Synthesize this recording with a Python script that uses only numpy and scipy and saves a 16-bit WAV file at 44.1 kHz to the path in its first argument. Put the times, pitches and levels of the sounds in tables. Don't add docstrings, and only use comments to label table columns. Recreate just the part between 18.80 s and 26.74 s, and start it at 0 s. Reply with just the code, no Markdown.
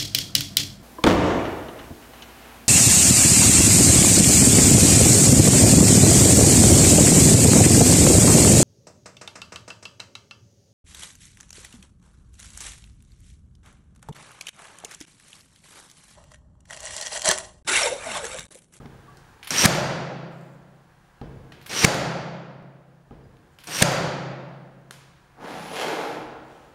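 import sys
import numpy as np
from scipy import signal
from scipy.fft import rfft, irfft
from scipy.io import wavfile

SR = 44100
rng = np.random.default_rng(int(sys.argv[2]) if len(sys.argv) > 2 else 0)


def wrap_up_sound(samples):
    columns = np.atleast_2d(samples).T
    tamed = np.clip(columns, -1, 1)
    steps = np.round(tamed * 32767).astype(np.int16)
    wavfile.write(sys.argv[1], SR, steps)


def gain_from_decibels(decibels):
    exponent = np.asarray(decibels, float) / 20
    return 10 ** exponent


N = 350154
T = np.arange(N) / SR

# (time [s], thump [dB], pin home [dB], bumper [dB], hall [dB])
BLOWS = [
    (0.8542, -6, -5.5, -5, -12),
    (3.045, -6.5, -1, -9, -13),
    (5.021, -8, -1.5, -3.5, -11.5),
]


def unit(x):
    return x / np.sqrt(np.mean(x ** 2))


def colour(x, table):
    hz, db = np.transpose(table)
    f = np.arange(len(x) // 2 + 1) * SR / len(x) + 1
    gain = gain_from_decibels(np.interp(np.log(f), np.log(hz), db))
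    return irfft(rfft(x) * gain, len(x))


def ring(x, hz, width):
    b, a = signal.iirpeak(min(hz, SR / 2.2), hz / width, fs=SR)
    return signal.lfilter(b, a, x)


def body(x, modes):
    out = 0
    for k, (hz, width, db) in enumerate(modes):
        once = ring(x, hz, 1.8 * width)
        out = out + (-1) ** k * gain_from_decibels(db) * ring(once, hz, 1.8 * width)
    return unit(out)


def glide(x, s, hz, width):
    phase = 2 * np.pi * np.cumsum(np.interp(T, s, hz)) / SR
    low_pass = signal.butter(2, width / 2, fs=SR, output="sos")
    slow = signal.sosfilt(low_pass, [x * np.cos(phase), x * np.sin(phase)])
    return unit(slow[0] * np.cos(phase) + slow[1] * np.sin(phase))


def grains(rate, spread_db):
    hit = rng.random(N) < rate / SR
    size_db = spread_db * np.minimum(rng.exponential(size=N), 3.5)
    return hit * rng.standard_normal(N) * gain_from_decibels(size_db)


def ping(db, hz, t60):
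    t = T[:4096]
    return gain_from_decibels(db) * np.sin(2 * np.pi * hz * t) * 1000 ** (-t / t60)


def add(track, s, x):
    i = int(s * SR)
    track[i:i + len(x)] += x[:N - i]


def room_tone():
    # (frequency [Hz], density [dB per Hz])
    air_tone = [(15, -46), (25, -4.5), (86, -5.5), (140, -7), (252, -18), (358, -12), (409, -17),
                (565, -15), (646, -24), (719, -11.5), (1490, -16), (1610, -13.5), (2110, -22.5),
                (14200, -42), (15400, -47)]
    # (frequency [Hz], level [dB])
    fan_lines = [(134.6, -71), (721, -73.5), (1615, -73.5)]
    # (frequency [Hz], rms level [dB])
    scan_tone = [(15700, -88)]
    # (time [s], level [dB])
    gain_dips = [
        (0., -1.),
        (.86, -16),
        (3.05, -22),
        (5.03, -13),
        (7., -4),
    ]
    air_db, recovery_s = -53, 1.3
    air = unit(colour(rng.standard_normal(N), air_tone))
    air = air + 0.49 * ring(air, 8500, 3500)
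    lines = sum(gain_from_decibels(db + 55.5) * unit(ring(rng.standard_normal(N), hz, 6.7)) for hz, db in fan_lines)
    scan = sum(gain_from_decibels(db + 63) * np.sin(2 * np.pi * hz * T) for hz, db in scan_tone)
    dip_db = sum(db * (T > s) * np.exp(-abs(T - s) / recovery_s) for s, db in gain_dips)
    return gain_from_decibels(air_db + dip_db) * (air + lines + scan)


def hall():
    # (frequency [Hz], t60 [s])
    reverb = [(40, 1.2), (100, 1.5), (160, 2.2), (420, 1.69), (1100, 1.56), (2900, 1.25), (5000, 0.98),
              (7700, 0.68), (11000, 0.48), (15000, .45)]
    # (frequency [Hz], t60 [s], level [dB])
    standing_waves = [(134.8, 2.61, -21), (165.7, 2.2, -23.5), (197.4, 2., -23.5)]
    t = T[:1 << 17]
    f_oct = np.log2(np.arange(len(t) // 2 + 1) * SR / len(t) + 1)
    hz, t60 = np.transpose(reverb)
    noise, echo = rfft(rng.standard_normal(len(t))), 0
    for c_oct in np.arange(4.5, 14.6, .5):
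        decay_s = np.interp(c_oct, np.log2(hz), t60) / np.log(1000)
        band = irfft(noise * np.clip(1 - 2 * abs(f_oct - c_oct), 0, 1), len(t))
        echo = echo + band * np.exp(-t / decay_s) * np.sqrt(2 / decay_s / SR)
    for mode_hz, mode_t60, db in standing_waves:
        echo = echo + gain_from_decibels(db) / 100 * np.sin(2 * np.pi * mode_hz * t) * 1000 ** (-t / mode_t60)
    thicken = 1 - np.exp(-(t / 0.0045) ** 2)
    fade = np.clip(2 * (t[-1] - t), 0, 1) ** 2
    return echo * thicken * fade


def touch(s, length, db):
    edge_s, fade_db_s = .04, -20
    edges = np.clip(np.minimum(T - s, s + length - T) / edge_s, 0, 1)
    return gain_from_decibels(db + fade_db_s * abs(T - s)) * edges


def sliding():
    # (time [s], push [dB], bite of the edge [0-1])
    strokes = [(6.52, -71, .3), (6.6, -43.5, .1), (6.648, -34, .15), (6.72, -35.5, .44), (6.902, -40, .98),
               (6.944, -33.5, .85), (7.02, -28, .6), (7.05, -26.5, .15), (7.228, -30, .07),
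               (7.34, -34.5, .15), (7.43, -38, -.25)]
    # (frequency [Hz], width [Hz], level [dB])
    board_modes = [(331, 89, -2.5), (490, 176, 0), (809, 160, 1.5), (1280, 460, -5.5)]
    # (frequency [Hz], width [Hz], level [dB])
    grit_modes = [(2257, 1400, 1.5), (3430, 1100, 3.5), (5030, 2000, -3.5), (6700, 3100, -8.5),
                  (11600, 3800, -17.5)]
    # (frequency [Hz], width [Hz], level [dB])
    thrum_modes = [(131.6, 96, -13), (211.4, 100, 5.5)]
    # (start [s], length [s], level [dB])
    skin_rubs = [
        (1.49, .29, -68),
        (4.68, .11, -73),
        (4.43, .06, -78),
        (7.62, .3, -71),
    ]
    # (start [s], length [s], level [dB])
    last_nudge = (7.66, .24, -61)
    skin_modes = [(4500, 1000, -2), (7400, 900, 1.5), (8900, 900, -5.5), (12600, 3200, -8.5)]

    s, push_db, bite = np.transpose(strokes)
    grit = grains(rate=5000, spread_db=1.5)
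    edge = grains(rate=5000, spread_db=2.5)
    squeak_hz = np.minimum(9600 + 1800 * (s - s[0]), 10600)
    squeak = glide(edge, s, squeak_hz, width=710)
    squeak = squeak + gain_from_decibels(-10) * glide(edge, s, 1.335 * squeak_hz, width=600)

    db, bite = np.interp(T, s, push_db, -200, -200), np.interp(T, s, bite)
    grit_db = 1.4 * (db + 35) - 35 - 14 + 12 * bite
    thrum_db = np.minimum(db - 7, -44)
    slide = gain_from_decibels(db) * body(grit, board_modes)
    slide = slide + gain_from_decibels(grit_db) * body(grit, grit_modes)
    slide = slide + gain_from_decibels(thrum_db) * body(grit, thrum_modes)
    slide = slide + gain_from_decibels(db - 38 + 25 * bite) * squeak

    rub = body(grains(rate=6000, spread_db=3.5), skin_modes)
    rubbing = sum(touch(*row) for row in skin_rubs) * rub
    return slide + rubbing + touch(*last_nudge) * body(edge, grit_modes)


def tick(x, hz, treble_db):
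    low_pass = signal.butter(2, 1.8 * hz, fs=SR, output="sos")
    dull = signal.sosfilt(low_pass, ring(x, hz, 1.3 * hz))
    return dull + gain_from_decibels(treble_db + 2.5) * ring(ring(x, 10500, 6000), 10500, 9000)


def handling():
    # (time [s], peak [dB], part)
    tick_events = [(0.0578, -36, "nose"), (0.3711, -39.5, "latch"), (0.629, -28, "grip"),
                   (0.6334, -30.5, "trigger"), (0.6454, -30.5, "spring"), (0.6719, -24.5, "switch"),
                   (0.677, -27, "contact"), (0.7068, -9.5, "clutch"), (0.9497, -16, "return"),
                   (2.4139, -35.5, "nose"), (2.7207, -31.5, "grip"), (2.814, -38, "trigger"),
                   (2.8254, -42, "spring"), (2.8617, -31, "switch"), (2.8654, -26, "contact"),
                   (2.8958, -23.5, "clutch"), (3.0674, -17, "edge"), (3.1444, -16, "return"),
                   (4.3086, -52, "nose"), (4.569, -46, "edge"), (4.787, -33, "trigger"),
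                   (4.8034, -42, "spring"), (4.8374, -35, "switch"), (4.8414, -31.5, "contact"),
                   (4.8718, -27, "clutch"), (5.1194, -14, "return"), (6.9583, -26.5, "edge"),
                   (7.0304, -29, "edge")]
    part_sounds = {"nose": (2300, .003, -9, -32), "grip": (2150, .0045, 0.5, -26),
                   "latch": (5400, .0032, -6.5, -17.5), "trigger": (2600, .003, 0.5, -17),
                   "spring": (2800, .003, -4, -13), "switch": (2400, .0055, 2.5, -12),
                   "contact": (2200, .002, -2, -11), "clutch": (5600, .0014, -6, -18),
                   "return": (3100, .002, -6, -14), "edge": (2250, .002, -6, -20)}
    # (level against the tick [dB], frequency [Hz], t60 [s])
    clutch_ring = (-6, 5700, .025)
    # (time [s], level [dB], frequency [Hz], t60 [s])
    metal_pings = [
        (0.281, -45, 1146, 0.21),
        (0.8127, -10.5, 5740, .03),
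        (.838, -15, 492.3, 0.031),
        (4.44, -66, 4900, 0.089),
        (4.872, -34, 8300, .03),
    ]
    # (time [s], level [dB], frequency [Hz])
    spring_twangs = [
        (.646, -42, 10300),
        (.675, -36, 10300),
        (2.826, -58, 13900),
        (2.873, -46, 13800),
        (4.805, -63, 10400),
        (4.841, -48, 10400),
    ]
    # (time [s], level [dB], hall [dB])
    bench_knocks = [
        (.002, -33, -36.5),
        (.055, -31, -47),
        (2.414, -24.5, -30.5),
        (4.309, -32, -36.5),
        (.836, -24, -32.5),
        (7.39, -55, -44.5),
    ]
    # (frequency [Hz], t60 [s], level [dB])
    bench_modes = [(130, 0.029, 2.5), (230, 0.055, 0.5), (392, 0.12, -11), (800, 0.027, -5),
                   (1250, .03, -12)]
    # (frequency [Hz], density [dB per Hz])
    knock_tone = [(18, -41.5), (30, -12), (64, -5), (138, -3.5), (169, -9), (197, -10), (393, -12.5),
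                  (439, -9.5), (654, -17.5), (6000, -51.5), (7800, -84.5), (13200, -120)]
    # (frequency [Hz], density [dB per Hz])
    shelf_tone = [(180, -39.5), (300, 2), (697, -5), (783, -17), (850, 2), (2330, -2), (2570, -3),
                  (4020, -5.5), (10500, -11), (15600, -27)]
    twang_t60_s = .042
    shelf_s, shelf_decay_s, shelf_db, shelf_hall_db = 6.1093, .0022, -29.5, -5.5

    near, far, dull, t = np.zeros(N), np.zeros(N), np.zeros(N), T[:4096]
    for s, db, part in tick_events:
        hz, decay_s, hall_db, treble_db = part_sounds[part]
        if part == "clutch":
            add(near, s, gain_from_decibels(db) * ping(*clutch_ring))
        noise = tick(rng.standard_normal(len(t)), hz, treble_db)
        click = tick(1. * (t == 0), hz, treble_db)
        add(near, s, gain_from_decibels(db - 7.5) * unit(noise) * np.exp(-t / max(decay_s, 3e-4)))
        add(far, s, gain_from_decibels(db + hall_db + 23) * click)

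    shelf = unit(colour(rng.standard_normal(len(t)), shelf_tone))
    add(near, shelf_s, gain_from_decibels(shelf_db) * shelf * np.exp(-t / shelf_decay_s))
    impulse = 1. * (np.arange(len(t)) == 128)
    add(far, shelf_s, gain_from_decibels(shelf_hall_db) * colour(impulse, shelf_tone))

    for s, db, hz, t60 in metal_pings:
        add(near, s, ping(db, hz, t60))
    for s, db, hz in spring_twangs:
        add(near, s, ping(db, hz, twang_t60_s))

    for s, db, hall_db in bench_knocks:
        size = gain_from_decibels(2.1 * rng.standard_normal(len(bench_modes)))
        x = sum(g * ping(mode_db, hz, t60) for g, (hz, t60, mode_db) in zip(size, bench_modes))
        add(near, s, -gain_from_decibels(db) * x * (1 - np.exp(-t / .002)))
        add(dull, s + 0.0026, gain_from_decibels(np.array([hall_db + 53])))
    return near, far + colour(dull, knock_tone)


def motor():
    # (start [s], full-load level [dB], rise [dB], brush [dB], gear whine [dB])
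    windups = [
        (0.705, -19.5, 12, -26.5, -19.5),
        (2.894, -22, 16, -32.5, -25),
        (4.87, -27, 15, -32, -30),
    ]
    # (frequency [Hz], width [Hz], level [dB])
    housing_modes = [(1100, 310, -6.5), (1800, 680, 2.5), (2790, 2600, -0.5), (4400, 3400, 0.5),
                     (6700, 2600, -3.5)]
    # (frequency [Hz], width [Hz], level [dB])
    gear_modes = [(5830, 53, 5.5), (5530, 230, -1), (6060, 200, 0)]
    # (frequency [Hz], width [Hz], level [dB])
    brush_modes = [(8300, 900, 7.5), (10300, 3000, -11), (12800, 1400, -1), (14500, 1600, -10.5)]
    # (time before the shot [s], armature [Hz], gear [Hz])
    speed = [
        (0.11, 2400, 5600),
        (.09, 2950, 5700),
        (0.082, 2950, 5850),
        (.03, 2650, 5600),
        (0.0023, 2050, 6100),
    ]
    gear_sings_s = .072, .03
    load_curve, brush_curve = 1.5, 1.9
    brush_rise_db, whine_rise = 20, .6
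    rumble_db, rumble_rise = -8, .55
    whine_fall_db, fall_before_db_s, fall_after_db_s = -16, 500, 450
    run_on_s, surge_s, surge_rattle_db, surge_rumble_db = .008, .012, 2.5, 10.5

    before, armature_hz, gear_hz = np.transpose(speed)
    s = np.concatenate([blow[0] - before for blow in BLOWS])
    armature_hz, gear_hz = np.tile(armature_hz, len(BLOWS)), np.tile(gear_hz, len(BLOWS))
    teeth, mesh = grains(rate=9000, spread_db=-1.5), grains(rate=8000, spread_db=1.0)
    whine = glide(mesh, s, gear_hz, width=330) + gain_from_decibels(-6) * body(mesh, gear_modes)
    rumble = body(mesh, [(146, 79, 4), (310, 230, 4), (575.5, 850, 0)])
    rattle = body(teeth, housing_modes) + gain_from_decibels(-7) * glide(mesh, s, armature_hz, width=410)
    brushes, out = body(teeth, brush_modes), 0

    for (start, db, rise_db, brush_db, whine_db), (end, *_) in zip(windups, BLOWS):
        left = np.clip((end - T) / (end - start), 0, 1)
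        slack_db = -rise_db * left ** load_curve
        surge = np.clip(1 - (end - T - run_on_s) / surge_s, 0, 1)
        early_db = fall_before_db_s * (end - T - gear_sings_s[0])
        late_db = fall_after_db_s * (T - end + gear_sings_s[1])
        off_db = np.maximum(-np.maximum(early_db, late_db).clip(0), whine_fall_db)
        run = gain_from_decibels(db + slack_db + surge_rattle_db * surge) * rattle
        run = run + gain_from_decibels(whine_db + off_db + whine_rise * slack_db) * whine
        run = run + gain_from_decibels(brush_db - brush_rise_db * left ** brush_curve) * brushes
        run = run + gain_from_decibels(db + rumble_db + rumble_rise * slack_db + surge_rumble_db * surge) * rumble
        out = out + (T > start) * (T < end) * run
    return out


def shots():
    # (delay [s], decay [s], brightness [0-1])
    crack_steps = [
        (0, .0018, 0),
        (.0029, .0014, .55),
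        (.0047, .0013, .1),
    ]
    # (frequency [Hz], density [dB per Hz])
    crack_tone = [(290, -21.5), (500, 4.5), (1270, -10.5), (2110, 2.5), (2850, -11), (4520, -8),
                  (5780, -12), (8520, -11), (15600, -28)]
    # (frequency [Hz], density [dB per Hz])
    hall_tone = [(18, -59), (30, -21), (97, -10.5), (133, -2), (173, 0), (231, -10), (380, -4), (433, -9),
                 (548, 0), (1200, -11), (1330, -8), (2920, -17.5), (4680, -21), (6930, -21.5),
                 (15600, -51.5)]
    # (delay [s], level [dB], frequency [Hz], t60 [s])
    rebound = (.023, -20, 6500, .01)
    thump_hz, thump_decay_s, release_db = 160, .0055, 0.2

    out, t = np.zeros(N), T[:2048]
    swell = np.clip(t / 0.00013, 0, 1) * np.exp(-abs(t / thump_decay_s - .6) ** 2)
    thump = np.sin(2 * np.pi * thump_hz * t + .5) * swell
    for s, thump_db, *crack_db, hall_db in BLOWS:
        noise = unit(colour(rng.standard_normal(len(t)), crack_tone))
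        add(out, s, gain_from_decibels(thump_db) * thump)
        add(out, s + rebound[0], ping(*rebound[1:]))
        for (delay_s, decay_s, bright), db in zip(crack_steps, [thump_db + release_db] + crack_db):
            crack = unit(ring(noise - bright * np.roll(noise, 1), 5000, 14000))
            if bright:
                crack = crack[::-1]
            add(out, s + delay_s, gain_from_decibels(db) * np.exp(-t / decay_s) * crack)
        tail = colour(np.roll(hall(), 128), hall_tone)
        tail = tail + 0.96 * ring(tail, 4700, 320) + 1.2 * ring(tail, 12500, 4000)
        add(out, s, gain_from_decibels(hall_db + 47.5) * tail)
    return out


def scene():
    wind, slide = motor(), sliding()
    taps, taps_far = handling()
    sent = taps_far + gain_from_decibels(-12) * wind + gain_from_decibels(-4) * slide
    echo = signal.fftconvolve(sent, hall())[:N]
    near = shots() + taps + gain_from_decibels(-1.0) * wind + gain_from_decibels(-2.5) * slide
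    return (near + echo + room_tone())[None]


def band_limit(x):
    return signal.sosfilt(signal.butter(12, 15750, fs=SR, output="sos"), x)


def record(dry):
    duck_db, wait_s, attack_s, recovery_s = -5, .008, 0.0044, .12
    gain_db = 0
    for s, *_ in BLOWS:
        after = T - s - wait_s
        gain_db = gain_db + duck_db * np.clip(after / attack_s, 0, 1) * np.exp(-abs(after) / recovery_s)
    x = dry - .65 * ring(dry, 7900, 300)
    return band_limit(np.clip(x * gain_from_decibels(gain_db), -1, 1))


dry = scene()
out = record(dry)
wrap_up_sound(out)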